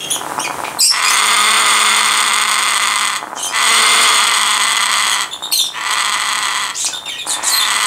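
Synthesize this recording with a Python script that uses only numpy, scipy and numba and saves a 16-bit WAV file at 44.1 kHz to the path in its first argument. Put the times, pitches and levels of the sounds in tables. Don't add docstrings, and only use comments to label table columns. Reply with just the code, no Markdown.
import sys
import numpy as np
from scipy import signal
from scipy.fft import rfft, irfft
from scipy.io import wavfile
from scipy.ndimage import uniform_filter1d, minimum_filter1d
from numba import njit

SR = 44100
rng = np.random.default_rng(int(sys.argv[2]) if len(sys.argv) > 2 else 0)


def transcribe(u):
    v = np.clip(np.atleast_2d(u).T, -1, 1)
    q = np.round(v * 32767).astype(np.int16)
    wavfile.write(sys.argv[1], SR, q)


N = 346626
T = np.arange(N) / SR
TOP_HZ = 15800

# frequency in Hz, relative spectral density in dB.
AIR_SPECTRUM = [(30, -19), (65, -4), (150, -2.5), (400, 3.5), (750, 0.5), (1500, -3), (5000, -13.5),
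                (9000, -6), (13000, -17)]
# start in seconds, end in seconds, level in dB.
BEFORE_GAIN_DUCK = [(0.0, 0.79, -32.5)]
# start in seconds, end in seconds, level in dB.
DEEP_THRUMS = [(5.26, 5.42, -58), (6.8, 7.72, -58.5)]
# centre in Hz, width in Hz, gain in dB.
RASP_MODES = [(4200, 140, 34), (6330, 4500, 4), (8160, 1600, 35), (8500, 1000, 3), (10800, 1500, -68)]
# start in seconds, length in seconds, relative level in dB, factor on the resonances.
BIRD_RASPS = [(0.627, 0.075, -29.5, 0.3), (3.339, 0.17, -30.5, 0.88), (6.736, 0.068, -27, 0.63),
              (6.772, 0.13, -21.5, 1), (7.103, 0.047, -45, 0.399), (7.255, 0.11, -22, 0.95),
              (7.42, 0.11, -19.5, 0.96)]
# start in seconds, middle pitch in Hz, glide in Hz, relative level in dB.
BIRD_PEEPS = [(0.002, 3280, -4, -29), (0.002, 2770, -60, -35), (3.369, 3050, -300, -34),
              (5.309, 3530, -71, -29.5), (5.422, 3690, 0, -27.5), (5.742, 3020, 250, -37),
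              (6.581, 3400, -150, -32), (6.903, 1520, -300, -39.5), (6.929, 3630, 54, -27),
              (7.052, 2520, -750, -34.5), (7.055, 3620, -50, -28), (7.102, 3050, -500, -31),
              (7.113, 1900, 57, -39), (7.166, 2500, -250, -35.5), (7.18, 3600, -270, -30),
              (7.305, 3680, -300, -28)]
# start in seconds, length in seconds, start, middle and end pitch in Hz,
# relative level in dB, second harmonic in dB re the fundamental.
BIRD_SQUEALS = [(0.101, 0.065, 2916, 3416, 2660, -21, 0), (0.384, 0.084, 2280, 3275, 2690, -28.5, 0.5),
                (0.442, 0.028, 2590, 2320, 2200, -26, -11), (0.786, 0.021, 4260, 4100, 4230, -22.5, 1.5),
                (0.803, 0.026, 2847, 2486, 2330, -8, 18), (0.813, 0.063, 2328, 2730, 2780, -14, 13.5),
                (0.874, 0.049, 5180, 5340, 5460, -17, -12.5), (1.045, .06, 2420, 2465, 2660, -21.5, 1),
                (1.1, 0.044, 3066, 3110, 3210, -22, 22), (3.426, 0.057, 3240, 3126, 3170, -25, 2.5),
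                (3.485, 0.028, 2479, 2480, 2723, -34, 8), (5.097, .05, 3386, 3200, 3000, -26.5, -2),
                (5.514, 0.073, 4590, 4140, 4120, -19.5, -7.5), (5.523, 0.023, 2530, 3090, 3360, -20.5, 3.5),
                (5.56, 0.024, 3040, 3090, 3140, -23, 20), (5.589, 0.028, 3760, 3570, 3620, -15.5, -15),
                (5.604, 0.075, 2930, 2876, 2510, -29.5, 32), (5.642, 0.0296, 3210, 3660, 3410, -24, -21),
                (7.489, 0.019, 4660, 4620, 4340, -30, 0), (7.516, 0.065, 4270, 4180, 4223, -19, -5),
                (7.594, 0.058, 3770, 3505, 3800, -21, -11.5)]
# centre in Hz, width in Hz, gain in dB.
SLACK_MODES = [(335, 65, 0.5), (745, 57, -12), (945, 510, 12), (1340, 130, -33)]
# start in seconds, end in seconds, level in dB, slap rate in Hz.
SLACK_RATTLES = [(0.15, 0.62, -27, 105), (0.66, 0.81, -32, 104), (3.19, 3.54, -29, 96),
                 (5.22, 5.53, -36, 62), (5.53, 5.8, -39, 60), (6.87, 7.1, -35, 84),
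                 (7.25, 7.54, -28.5, 115)]
# time in seconds, relative strength in dB.
HARD_SLAPS = [(0.214, -4), (0.296, -8), (0.302, -8), (0.32, -3), (0.38, -4.5), (0.388, 0.5), (0.476, -4),
              (0.509, -2.5), (0.603, -5), (0.637, -1), (0.652, -6), (0.681, -3), (0.748, -7.5), (0.771, -5),
              (3.228, -5), (3.271, -7), (3.318, -12), (3.331, -4.5), (3.376, -8), (5.423, -16),
              (5.457, -13), (5.475, -12), (5.504, -13), (6.846, -10)]
# centre in Hz, width in Hz, gain in dB.
CHEST_MODES = [(218, 55, -3.8), (340, 110, 0), (432, 70, -3), (560, 200, -1)]
# centre in Hz, width in Hz, gain in dB.
LOW_MODES = [(1093, 76, 5.5), (1216, 112, 5.5), (1428, 325, -1.5), (2015, 275, 1.5), (2077, 34, 5.5),
             (2460, 470, -3), (2775, 130, -1)]
MID_MODES = [(3114, 350, 0.5), (3398, 172, 4), (4240, 450, -2), (4770, 100, -10)]
TOP_MODES = [(5670, 1600, -9), (6770, 560, -2), (8440, 730, 2), (9180, 510, -4.5), (9870, 1000, -12.5),
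             (12020, 1160, -15.5), (14900, 1500, -18.5)]
# start and end in seconds, base effort in dB, brightness in dB, mid-band boost in dB,
# initial beak closure from 0 to 1, beak opening and rate settling times in seconds, throat resonance
# in Hz, surge time and half-width in seconds, surge in dB.
PARROT_GROWLS = [(0.9, 3.177, -13.5, -5.5, 0.06, 0.32, 0.13, .2, 2074, 1.65, .5, 3.5),
                 (3.508, 5.247, -14, -4.8, 1, 0.29, 0.094, .62, 2034, 3.92, .3, 6),
                 (5.724, 6.714, -17, -7, 2.2, 0.53, 0.12, .17, 2010, 5.92, .15, 1.5),
                 (7.272, 8.302, -17.5, -5, 0, 1, 0.21, 0.11, 2000, 7.85, 0.21, 2.6)]


def undb(db):
    return 10 ** (np.asarray(db) / 20)


def unit(x):
    return x / np.sqrt(np.mean(x ** 2) + 1e-18)


def steady(x):
    size = SR // 12
    power = np.abs(uniform_filter1d(uniform_filter1d(x * x, size), size))
    return x / np.sqrt(power + 1e-3 * np.mean(x * x))


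def curve(table, column):
    rows = np.array(table)
    return np.interp(T, rows[:, 0], rows[:, column])


def spells(table, fade_s):
    return sum(undb(db) * np.clip(np.minimum(T - start_s, end_s - T) / fade_s + .5, 0, 1)
               for start_s, end_s, db, *_ in table)


def walk(rate_hz, size=N):
    knots = rng.standard_normal(N // 8)
    return 1.2 * np.interp(np.arange(size) * rate_hz / SR, np.arange(len(knots)), knots)


def add(out, start_s, sound):
    i = int(start_s * SR)
    out[i:i + len(sound)] += sound[:N - i]


def cut(x, hz, kind, order=2):
    return signal.sosfilt(signal.butter(order, hz, kind, fs=SR, output="sos"), x)


def band(x, low_hz, high_hz):
    return cut(cut(x, low_hz, "high"), high_hz, "low")


@njit
def svf(x, hz, k):
    y, band_state, low_state = np.empty(len(x)), 0., 0.
    for i in range(len(x)):
        g = np.tan(np.pi * min(hz[i] / SR, .45))
        v = (band_state + g * (x[i] + 1e-18 - low_state)) / (1 + g * (g + k))
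        band_state = 2 * v - band_state
        low_state += 2 * g * v
        y[i] = k * v
    return y


def ring(x, modes, scale=np.ones(N), order=1):
    out = 0
    for hz, width_hz, db in modes:
        y = x
        for _ in range(order):
            y = svf(y, hz * scale, width_hz / hz)
        out = out + undb(db) * y
    return out


def beats(rate_hz, jitter_s):
    at = np.flatnonzero(np.diff(np.floor(np.cumsum(rate_hz) / SR)))
    jitter = jitter_s * SR * rng.standard_normal(N // 64)[:len(at)]
    return np.clip(at + jitter.astype(int), 0, N - 1)


def clicks(at, db):
    return np.bincount(at, undb(db), N)[:N]


def scatter(at):
    return np.clip(rng.standard_normal(N // 64)[:len(at)], -2, 1.5)


def room(x, t60_s, treble_t60_s):
    t = T[:SR // 2]
    noise = rng.standard_normal(len(t))
    dull = cut(noise, 4000, "low", order=1)
    tail = (dull * undb(-60 * t / t60_s) + (noise - dull) * undb(-60 * t / treble_t60_s)) * (t > .003)
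    return signal.fftconvolve(x, tail / np.sqrt(np.sum(tail ** 2)))[:N]


def fan_and_rumble(floor_db=-41, fan_hz=145.8, fan_re_air_db=-18.5, thrum_hz=70.4):
    hz, db = np.transpose(AIR_SPECTRUM)
    bins_hz = np.arange(N // 2 + 1) * SR / N
    colour = undb(np.interp(np.log(bins_hz + 1), np.log(hz), db))
    air = unit(cut(irfft(rfft(rng.standard_normal(N)) * colour, N), 65, "high", order=5))
    hum = undb(fan_re_air_db + 2 * walk(14)) * unit(np.sin(2 * np.pi * fan_hz * T))
    thrum = spells(DEEP_THRUMS, fade_s=.12) * unit(np.sin(2 * np.pi * thrum_hz * T))
    gain = undb(floor_db) + spells(BEFORE_GAIN_DUCK, fade_s=.11)
    return (air * undb(walk(24)) + hum) * gain + thrum


def rasps(grain_db=3):
    gain = np.zeros(N)
    for start_s, length_s, db, _ in BIRD_RASPS:
        add(gain, start_s, undb(db) * signal.windows.tukey(int(length_s * SR), .61))
    register = curve(BIRD_RASPS, 3) * (1 + .14 * walk(68))
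    breath = rng.standard_normal(N) * undb(grain_db * walk(500))
    return gain * unit(band(ring(breath, RASP_MODES, register), 1700, 8800))


def chirps(peep_s=.0522, peep_dip=.013, peep_second_db=-12.5, flutter_db=3, shrill_per_db=.24):
    out = np.zeros(N)
    hiss = undb(-21) * unit(cut(ring(rng.standard_normal(N), RASP_MODES), 15000, "low"))
    squeal_edge, peep_edge = .11, .24
    notes = [(*row, squeal_edge) for row in BIRD_SQUEALS]
    for start_s, hz, glide_hz, db in BIRD_PEEPS:
        ends_hz = hz * (1 - peep_dip)
        pitches_hz = ends_hz - glide_hz / 2, hz, ends_hz + glide_hz / 2
        notes.append((start_s, peep_s, *pitches_hz, db, peep_second_db, peep_edge))
    for start_s, length_s, start_hz, middle_hz, end_hz, db, second_db, edge in notes:
        size = int(length_s * SR)
        arch = np.polyfit([0, .5, 1], [start_hz, middle_hz, end_hz], 2)
        pitch_hz = np.polyval(arch, np.linspace(0, 1, size)) * (1 + .018 * walk(900, size))
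        phase = 2 * np.pi * np.cumsum(pitch_hz) / SR
        tone = np.sin(phase)
        for k in range(2, 7):
            upper_db = -3 - 8 * (k - 3) + shrill_per_db * (db + 29) if k > 2 else 0
            if k * middle_hz < TOP_HZ:
                tone += undb(second_db + upper_db + flutter_db * walk(190, size)) * np.sin(k * phase)
        ragged = 1 + .35 * walk(1500, size)
        sound = cut(unit(tone) * ragged, 13100, "low") + np.roll(hiss, int(start_s * SR))[:size]
        envelope = signal.windows.tukey(size, edge) * undb(flutter_db * walk(162, size))
        add(out, start_s, undb(db) * unit(sound * envelope))
    return out


def rattle(effort_db, spread_db=6.5, idle_db=-46, under_growl_db=-21, hard_peak_db=-3.5):
    def throat(x):
        return cut(cut(ring(x, SLACK_MODES), 1650, "low", order=4), 125, "high")
    at = beats(curve(SLACK_RATTLES, 3), jitter_s=.0016)
    floor = undb(idle_db) + undb(effort_db + under_growl_db)
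    gain = undb(-1) * np.maximum(spells(SLACK_RATTLES, fade_s=.029), floor)
    flaps = gain * steady(throat(clicks(at, spread_db * scatter(at))))
    slap_s, slap_db = np.transpose(HARD_SLAPS)
    hard = throat(clicks((slap_s * SR).astype(int), slap_db))
    return flaps + hard / np.abs(hard).max() * undb(hard_peak_db)


def growl_gestures(attack_s=.035, release_s=.011, sag_db_per_s=1, tire_s=.07, tire_db=-5, slap_hz=213):
    rows = np.array(PARROT_GROWLS)
    current = np.maximum(np.searchsorted(rows[:, 0], T) - 1, 0)
    (start_s, end_s, base_db, open_bright_db, boost_db, closure, open_s, settle_s,
     base_hz, surge_s, width_s, surge_db) = rows[current].T
    age_s = T - start_s
    shut = closure * np.exp(-(age_s / open_s) ** 2)
    fresh = np.exp(-(age_s / settle_s) ** 2)
    surge = np.exp(-((T - surge_s) / width_s) ** 2)
    tired = np.exp(np.minimum(T - end_s, 0) / tire_s)
    gate = np.clip(age_s / attack_s, 0, 1) * np.exp(-np.maximum(T - end_s, 0) / release_s)
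    push_db = surge_db * surge - sag_db_per_s * age_s + tire_db * tired
    effort_db = base_db + push_db - 14 * shut + 20 * np.log10(gate + 1e-6)
    bright_db = open_bright_db + .1 * push_db - 21 * shut
    rate_hz = slap_hz + 1.21 * push_db + 11.5 * fresh - 10 * tired
    throat_hz = (base_hz + 9 * push_db) * (1 - .12 * shut)
    return effort_db, bright_db, boost_db, rate_hz, throat_hz


def growl(effort_db, bright_db, boost_db, rate_hz, throat_hz, rest_hz=2080, puff_s=.0011):
    drive_db = np.clip(effort_db + 15, -10, 6)
    scale = throat_hz / rest_hz * (1 + .003 * walk(30))
    at = beats(rate_hz * (1 + .01 * walk(30)), jitter_s=.00025)
    force_db = -4 * rng.exponential(size=N // 64)[:len(at)]
    snap_db = 4 * scatter(at)

    def source(db, air):
        slaps = clicks(at, db)
        puffs = signal.lfilter([1], [1, -np.exp(-1 / (puff_s * SR))], slaps + 1e-12)
        return slaps + air * undb(.7 * drive_db) * puffs * rng.standard_normal(N)
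    full = source(force_db, air=.015)
    sharp = source(force_db + snap_db, air=.09)
    medium = source(force_db + snap_db / 2, air=.09)
    low = steady(cut(cut(ring(full, LOW_MODES, scale), 1040, "high", order=3), 2870, "low"))
    mid = steady(band(ring(medium, MID_MODES, scale), 2250, 4200))
    top = steady(ring(sharp, TOP_MODES, scale ** 1.1, order=2))
    crack = steady(band(clicks(at, force_db + snap_db), 1250, 6000))
    chest = steady(cut(ring(clicks(at, force_db / 2), CHEST_MODES), 120, "high"))
    beak = undb(bright_db) * (undb(1 + boost_db) * mid + undb(-.5) * top + undb(-13) * crack)
    return undb(effort_db) * (undb(-1.5) * low + undb(-26 + 1.24 * drive_db) * chest + beak)


def scene():
    effort_db, bright_db, boost_db, rate_hz, throat_hz = growl_gestures()
    parrot = growl(effort_db, bright_db, boost_db, rate_hz, throat_hz) + rattle(effort_db)
    birds = chirps() + rasps()
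    near = parrot + undb(-8.5) * room(parrot, t60_s=.36, treble_t60_s=.12)
    far = undb(3) * birds + undb(1) * room(birds, t60_s=.32, treble_t60_s=.17)
    return (near + far + fan_and_rumble())[None]


def record(dry, ceiling=.84):
    size = SR // 700
    gain = np.minimum(1, ceiling / (np.abs(dry) + 1e-9))
    limited = dry * uniform_filter1d(minimum_filter1d(gain, size), size)
    trimmed = cut(limited, 50, "high", order=4)
    return signal.fftconvolve(trimmed, signal.firwin(401, TOP_HZ, fs=SR)[None], mode="same")


dry = scene()
out = record(dry)
transcribe(out)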